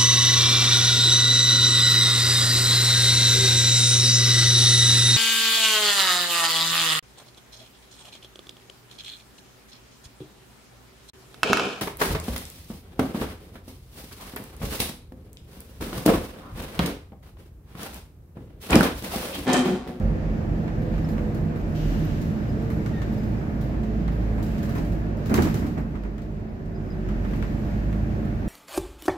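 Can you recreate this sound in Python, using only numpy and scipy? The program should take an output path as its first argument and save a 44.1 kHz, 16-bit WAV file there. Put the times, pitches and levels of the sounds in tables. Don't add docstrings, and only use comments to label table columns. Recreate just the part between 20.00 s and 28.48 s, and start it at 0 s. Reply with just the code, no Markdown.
import sys
import numpy as np
from scipy import signal
from scipy.fft import rfft, irfft
from scipy.io import wavfile
from scipy.ndimage import uniform_filter1d

SR = 44100
rng = np.random.default_rng(int(sys.argv[2]) if len(sys.argv) > 2 else 0)


def attenuation_scalar(level_db):
    decades = np.asarray(level_db, float) / 20
    return 10 ** decades


def dump_mix(stems):
    frames = np.atleast_2d(stems).T
    limited = np.clip(frames, -1, 1)
    pcm = np.round(limited * 32767).astype(np.int16)
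    wavfile.write(sys.argv[1], SR, pcm)


N = 373968
T = np.arange(N) / SR
HZ = np.fft.rfftfreq(N, 1 / SR)


def read(table, at=T):
    s, *columns = np.transpose(table)
    return [np.interp(at, s, column) for column in columns]


def on_log(table, hz):
    f, value = np.transpose(table)
    return np.interp(np.log(hz + 1), np.log(f + 1), value)


def unit(x):
    return x / np.sqrt(np.mean(x ** 2))


def ramp(start, length):
    return np.clip((T - start) / length, 0, 1)


def walk(rate):
    hold = int(2000 / rate)
    held = np.repeat(rng.standard_normal(17000 // hold + 1), hold)
    slewed = uniform_filter1d(uniform_filter1d(held, hold), hold)
    return 1.3 * np.interp(T * 2000, range(len(held)), slewed)


def tone(hz, db, wobble_db, drift):
    wobble = wobble_db * (walk(4) + walk(15)) / np.sqrt(2)
    size = np.sqrt(2) * attenuation_scalar(db + wobble)
    cycles = np.cumsum(hz * (1 + drift * walk(6))) / SR
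    return size * np.sin(2 * np.pi * cycles + 6 * rng.random())


def decays(s, size, t60):
    env = np.zeros(np.shape(size)[:-1] + (N,))
    for k in range(len(s)):
        i = int(s[k] * SR)
        t = T[:min(int(t60[k] * SR), N - i)]
        fall = np.exp(-np.log(1000) * t / t60[k])
        env[..., i:i + len(t)] += np.multiply.outer(size[..., k], fall)
    return env


# (frequency [Hz], correlation [-1..1])
ALIKE = [(30, .99), (60, .86), (130, .94), (290, .81), (640, .23), (1410, -.36), (3100, .02), (6820, -.08),
         (15000, 0)]


def field(gain):
    mid, side = rfft(rng.standard_normal((2, N)))
    likeness = np.clip(on_log(ALIKE, HZ), -.99, .99)
    opposite = np.array([[1], [-1]])
    return gain * (np.sqrt(1 + likeness) * mid + np.sqrt(1 - likeness) * side * opposite)


# (time [s], firing tone level [dB])
LOAD = [(0, -26), (.4, -35), (1.5, -36), (2, -30), (2.25, -49), (2.7, -36.5), (3.6, -32), (4.2, -27.5),
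        (4.75, -34), (5.05, -27), (5.3, -44), (6, -27.5), (6.6, -36), (7, -32), (7.3, -30.5), (8.48, -32)]
# (multiple of the firing rate [ratio], level under the second multiple [dB])
ORDERS = [(.5, -6), (1.5, -8), (2.5, -4), (3, -6), (3.5, -6), (5, -10), (7, -16)]
HIGH_GEAR, LOW_GEAR, SHIFT_S, IDLE_HZ = 11.1, 8.0, 2.275, 43.06
PULL_S, PULL_RISE_S, PULL_HZ = 7.3, .7, 54.26
SECOND_DB, SECOND_FOLLOWS, SECOND_PULL_DB = -38, 0.13, 4.0
MESH_PER_THROB, THROB_S, THROB_DEPTH = 110.5, 0.088, 0.76
DRUM_ORDER, DRUM_DB = 3.55, -35


def engine():
    mesh_hz = read(AXLE)[0]
    ratio = HIGH_GEAR + (LOW_GEAR - HIGH_GEAR) * ramp(SHIFT_S, 0.0508)
    geared_hz = np.maximum(mesh_hz / ratio, IDLE_HZ)
    pull = ramp(PULL_S, PULL_RISE_S)
    hz = geared_hz + (PULL_HZ - geared_hz) * pull

    first_db = read(LOAD)[0]
    second_db = SECOND_DB + SECOND_FOLLOWS * (first_db - np.median(first_db)) + SECOND_PULL_DB * pull

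    before_shift = 1 - ramp(SHIFT_S, .05)
    turns = np.cumsum(mesh_hz) / SR / MESH_PER_THROB
    beat = np.cos(2 * np.pi * (turns - np.interp(THROB_S, T, turns)))
    throb = 1 + THROB_DEPTH * before_shift * beat

    drum = before_shift * tone(DRUM_ORDER * hz, DRUM_DB, 2.6, .003)
    firing = throb * tone(hz, first_db + 1.0, 0.84, 0.002)
    double = tone(2 * hz, second_db, 2.9, 0.0041)
    uneven = sum(tone(k * hz, second_db + db - 4.0, 3.5, 0.00395) for k, db in ORDERS)
    return drum + firing + double + uneven


# (time [s], mesh frequency [Hz], whine level [dB])
AXLE = [
    (0, 515, -39),
    (.5, 509.6, -46),
    (1.3, 491.2, -41.5),
    (2.3, 458.4, -51),
    (2.8, 446, -39),
    (3.3, 440, -50.5),
    (4.5, 424.7, -42),
    (5.4, 408.8, -49.5),
    (6.6, 384, -36.5),
    (7.35, 364, -34.5),
]


def axle_whine():
    hz, db = read(AXLE)
    return tone(hz, db - 6.0, 3.4, .006) * np.clip((7.17 - T) / 0.051, 0, 1)


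# (frequency [Hz], level over HUM_DB [dB], wobble [dB])
HUM_TONES = [(216.8, -1, 1.45), (426, -27.5, 3.0), (590.7, -17.5, 2.7), (691.4, -21, 2.3)]
HUM_DB = -36


def compressor():
    return sum(tone(f + 0 * T, HUM_DB + db, wobble_db, 0.005046) for f, db, wobble_db in HUM_TONES)


# (time [s], peak level [dB], t60 [s])
THUDS = [(1.92, -19, .4), (3.74, -19.5, 0.27), (4.379, -17, 0.43), (4.756, -12, 0.3), (5.296, -10.5, 0.32),
         (5.314, -10.5, 0.42), (5.347, -10.5, 0.36), (5.385, -2.5, 0.16), (5.424, -22, 0.28),
         (5.45, -13, 0.4), (5.544, -17.5, 0.47), (5.622, -15.5, 0.61), (5.771, -11.5, 0.32),
         (5.94, -16.5, 0.27), (6.047, -14, .3)]
# (frequency [Hz], level per Hz [dB])
THUD_COLOUR = [(24, -35), (40, -2.5), (71, 1.5), (113, -10), (196, -0.5), (234, -1), (273, -1),
               (428, -11.5), (509, -17), (695, -17.5), (2500, -33), (3250, -57), (5500, -120)]


def thuds():
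    s, db, t60 = np.transpose(THUDS)
    boom = unit(irfft(field(attenuation_scalar(on_log(THUD_COLOUR, HZ))), N))
    blows = decays(s, attenuation_scalar(db - 10.5), np.clip(t60, .03, 2))
    return boom * uniform_filter1d(blows, size=200)


# (time [s], treble level [dB], mid over treble [dB], left minus right [dB])
KNOCKS = [(0.02, -58, 16, 1), (0.68, -55, 21, -1), (0.941, -53, 16, 1), (0.9794, -51, 11.5, -1),
          (1.046, -57, 14, 3), (1.1807, -53.5, 20, -2), (2.5994, -53, 6, 4), (2.8614, -42.5, 9.5, 1),
          (3.018, -44.5, 12, 4), (3.234, -50.5, 5, 1.5), (3.8325, -50, 8, -7), (4.0802, -50.5, 17.5, -2),
          (4.3794, -54, 11.5, 9), (4.5815, -46, 2, -3.5), (4.783, -50, 0, 2.5), (5.778, -44, 10, -6),
          (5.955, -48.5, 16.5, 0), (6.0364, -47, 11.5, -1), (6.181, -45, 11, 2), (6.2194, -46, 0, 0),
          (6.6594, -51, 5, -4), (7.0882, -48, 14, 2), (7.2492, -54, 19.5, -4), (7.335, -53.5, 17.5, 2),
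          (7.4253, -47, 16.5, 3.5), (7.929, -51.5, 16.5, 2)]
# (time [s], treble level [dB], mid over treble [dB], left minus right [dB])
GLASS = [(0.8194, -56, 1, 3), (1.0884, -47, -1, 0.5), (1.346, -49.5, 8.5, 0), (1.5596, -51.5, 9.5, 1.5),
         (2.0474, -55, 7, 4), (2.2154, -46.5, -2, 1.0), (2.62, -57, 4, 1), (2.7028, -48, 10, 1),
         (3.1244, -53, 1, 8), (3.611, -47, -5, 0), (4.119, -57, 4, 3), (4.4274, -43, -6, -.6),
         (4.6293, -43.5, 4.5, -1.5), (4.6924, -48.5, 10, -4), (4.7525, -46, 7, 2), (4.8494, -55, 2, -8),
         (4.92, -53.5, 2, 0), (5.17, -55, 0, 0), (7.3094, -56, 6, 3), (7.36, -57, 2, 1), (8.25, -56, 13, 1)]
# (time [s], treble level [dB], mid over treble [dB], left minus right [dB])
CLATTER = [
    (5.2586, -42, 5, 0),
    (5.296, -42.5, -4, -1.5),
    (5.3414, -25.5, 4, -2),
    (5.377, -44, 20.5, -1),
    (5.4216, -31, -1, 0),
    (5.472, -50, 20.5, 0.5),
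    (5.5426, -34, 0.5, 0),
    (5.59, -49.5, -3, 7),
    (5.6653, -45, 0, 1),
]
# (top band over treble [dB], t60 [s])
RATTLE_KINDS = [
    (-10.5, 0.21),
    (-3.5, 0.48),
    (-5, 0.29),
]
# (frequency [Hz], level per Hz [dB])
RATTLE_COLOUR = [(1180, -31), (2000, -2), (2090, -5.5), (2590, -1.5), (3510, -6.5), (3830, -2),
                 (4250, -5.5), (7450, -8), (9330, -17.5), (12300, -11.5), (15800, -14)]


def rattles():
    kinds = [KNOCKS, GLASS, CLATTER]
    s, treble_db, dull_db, pan_db = np.transpose(sum(kinds, []))
    top_db, t60 = np.repeat(RATTLE_KINDS, [len(kind) for kind in kinds], axis=0).T
    t60 = np.clip(t60, .02, 2)
    sides = attenuation_scalar(np.array([pan_db, -pan_db]) / 2)
    colour = attenuation_scalar(on_log(RATTLE_COLOUR, HZ))
    grain = attenuation_scalar(1.1 * walk(200))

    treble = colour * (HZ > 2800) * (HZ < 9300)
    top = colour * (HZ >= 9300)
    dull = np.exp(-(np.log2(HZ / 1250 + 1e-9) / 0.99) ** 2)
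    # (spectrum, level [dB], shake [dB], tick [dB], stretch of t60)
    parts = [(treble, treble_db, -10, -9.5, 1.05),
             (top, treble_db + top_db, -4.5, -3, .9),
             (dull, treble_db + dull_db, -8, -11, .85)]
    out = 0
    for spectrum, db, shake_db, tick_db, longer in parts:
        shake = decays(s, attenuation_scalar(db + shake_db) * sides, longer * t60) * grain
        tick = decays(s, attenuation_scalar(db + tick_db) * sides, 0 * s + 0.011)
        out = out + unit(irfft(field(spectrum), N)) * (shake + tick)
    return out


# (time [s], low ring level [dB], high ring level [dB])
CHINKS = [(1.0904, -58, -64), (1.921, -57, -63), (1.9944, -63, -61), (2.0494, -64, -50), (2.3715, -61, -61),
          (2.4324, -68, -64), (2.4892, -63, -65), (3.1244, -67, -63), (3.1794, -61, -60),
          (3.2354, -64, -60), (3.3862, -65, -72), (3.6112, -63, -68), (4.0003, -72, -78),
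          (4.1194, -66, -68), (5.6072, -52, -62), (5.7987, -59, -58), (6.4872, -60, -70),
          (6.7496, -57, -71), (6.8518, -66, -79), (6.9042, -56, -72)]
# (frequency [Hz], t60 [s], level [dB])
RINGS = [(4990, 0.24, -5.5), (13800, 0.09, -5.5)]


def chinks():
    s, *levels = np.transpose(CHINKS)
    ring = 0
    for db, (hz, t60, ring_db) in zip(levels, RINGS):
        taps = decays(s, attenuation_scalar(db + ring_db), 0 * s + t60)
        ring = ring + taps * tone(hz * (1 + .004 * walk(150)), 3.0 * walk(90), 2.7, 0.001)
    return ring * attenuation_scalar(np.array([[2.5], [-3.5]]))


def rubbing_note(table, octave_db):
    hz, db = read(table)
    rub_db = db + 3.5 * walk(120)
    hz = hz * (1 + 0.0128 * walk(90))
    upper_db = rub_db + octave_db + .8 * (db - db.max())
    note = tone(hz, rub_db, 1.536, .004) + tone(2 * hz, upper_db, 1.8, .004)
    return note * (T > table[0][0]) * (T < table[-1][0])


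# (time [s], frequency [Hz], level [dB])
SQUEAK = [
    (2.915, 1850, -73),
    (2.945, 1870, -47),
    (2.965, 1865, -48),
    (2.99, 1810, -53),
    (3.02, 1770, -54),
    (3.07, 1790, -60),
]


def seat_squeak():
    return rubbing_note(SQUEAK, -13)


# (time [s], frequency [Hz], level [dB])
CHIRP = [
    (1.043, 5370, -80),
    (1.047, 5340, -57),
    (1.058, 5340, -63),
    (1.066, 5340, -80),
]


def plastic_chirp():
    return rubbing_note(CHIRP, -30)


# (frequency [Hz], level per Hz [dB])
AIR_COLOUR = [(1470, -35), (2500, -9), (2830, 2), (3350, -5), (4600, -8.5), (6310, -10), (9800, -27),
              (13200, -12.5), (15800, -25)]
AIR_S, AIR_DB, AIR_ATTACK_S, AIR_FADE_DB_S, AIR_FADE_DB_S2 = 1.745, -49, .01, 12.5, 15


def air():
    since = np.maximum(T - AIR_S, 0)
    db = AIR_DB - AIR_FADE_DB_S * since - AIR_FADE_DB_S2 * since ** 2
    hiss = unit(irfft(field(attenuation_scalar(on_log(AIR_COLOUR, HZ))), N))
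    return hiss * attenuation_scalar(db) * ramp(AIR_S, AIR_ATTACK_S)


# (frequency [Hz], level per Hz [dB])
LOW = [(12, -58), (20, -37), (34, -7.5), (56, 1), (80, -5.5), (157, -6.5), (188, -8), (215, -5), (245, -13),
       (313, -12.5), (400, -19), (434, -18), (471, -21), (592, -20.5), (1000, -31), (1300, -67),
       (2200, -120)]
# (frequency [Hz], level per Hz over JOIN_DB [dB])
HIGH = [(1000, -1.5), (1290, -1), (1780, -0.5), (2090, -5.5), (2600, -8.5), (3290, -15.5), (5000, -18.5),
        (7700, -24.5), (8500, -31.5), (10300, -32), (11300, -27), (13600, -27), (15000, -27), (16000, -40)]
BODY_DB, JOIN_DB = -27.5, -31.5
# (frequency [Hz], width [Hz], level [dB])
PANELS = [(54, 22, -5), (158, 10, 6), (240, 10, 3.5), (314, 22, 4.5), (1094, 14, 4), (1203, 10, 3)]
# (time [s], level [dB])
SHAKE = [(0, -1), (.68, -2), (1.05, 1), (1.63, -2.5), (1.92, 7), (2.4, 0.5), (3.1, 1.5), (3.7, -3.5),
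         (4.3, -0.5), (4.6, 4.5), (5.17, -5.5), (5.43, 13), (5.6, 8), (5.86, -1.5), (6.45, -3), (7.0, -3),
         (7.4, 1), (8.0, -1)]
BODY_HZ = [180, 600, 1600, 5000, 11000]
FOLLOWS = [0.31, -0.15, 0.22, 0.71, 1.05]
SPEED_DB = [0.32, 1.7, 0.027, -0.11, -1.2]


def body():
    db = np.where(HZ < 1000, on_log(LOW, HZ), on_log(HIGH, HZ) + JOIN_DB)
    db = db + sum(d / (1 + (2 * (HZ - f) / width) ** 2) for f, width, d in PANELS)
    noise = field(attenuation_scalar(db))
    noise = noise / np.sqrt(np.mean(irfft(noise, N) ** 2))

    shake_db, mesh_hz = read(SHAKE)[0], read(AXLE)[0]
    speed = (mesh_hz - mesh_hz.mean()) / 100
    swells = []
    for follow, speed_db, swell_db in zip(FOLLOWS, SPEED_DB, [0.17, 0.41, 0.12, 0.86, .8]):
        swells.append(follow * shake_db + speed_db * speed + swell_db * walk(13))

    out = 0
    for step in range(-11, 9):
        distance = np.log2(HZ / 1000 + 1e-9) * 2 - step
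        window = np.cos(np.pi / 2 * np.clip(distance, -1, 1)) ** 2
        band = irfft(noise * window, N)
        place = np.interp(step / 2, np.log2(np.array(BODY_HZ) / 1000), range(5))
        k = min(int(place), 3)
        share = place - k
        swell = (1 - share) * swells[k] + share * swells[k + 1]
        out = out + band * attenuation_scalar(swell + 0.56 * walk(14))
    return out * attenuation_scalar(BODY_DB)


def scene():
    drive = engine() + axle_whine() + compressor()
    rubbing = seat_squeak() + plastic_chirp()
    jolts = thuds() + rattles() + chinks()
    return drive + rubbing + jolts + air() + body()


# (frequency [Hz], left minus right [dB])
LEAN = [(60, -2.2), (110, -2), (200, -2.8), (380, -2), (700, -2.3), (1290, -1.7), (2380, 1.5), (4400, 1.2),
        (8120, -.5), (15000, -1.5)]
TOP_HZ, PAD = 15830, 2048
DUCK_DB, DUCK_S, DUCK_FALL_S, RECOVER_S, RECOVER_RISE_S = -6, 5.467, 0.57, 6.675, .5


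def top_cut(x):
    return signal.sosfilt(signal.butter(12, 15970, fs=SR, output="sos"), x)


def record(dry):
    duck = attenuation_scalar(DUCK_DB * (ramp(DUCK_S, DUCK_FALL_S) - ramp(RECOVER_S, RECOVER_RISE_S)))
    rounded = np.tanh(1.635 * dry * duck) / 1.57
    padded = np.pad(rounded, ((0, 0), (PAD, PAD)), "reflect")
    length = padded.shape[1]
    hz = np.fft.rfftfreq(length, 1 / SR)
    lean = attenuation_scalar(np.array([[.5], [-.5]]) * on_log(LEAN, hz))
    low_cut = 1 / np.sqrt(1 + (24 / (hz + 1)) ** 4)
    response = lean * low_cut * (hz < TOP_HZ)
    finished = irfft(rfft(padded) * response, length)[:, PAD:-PAD]
    return top_cut(finished)


dry = scene()
out = record(dry)
dump_mix(out)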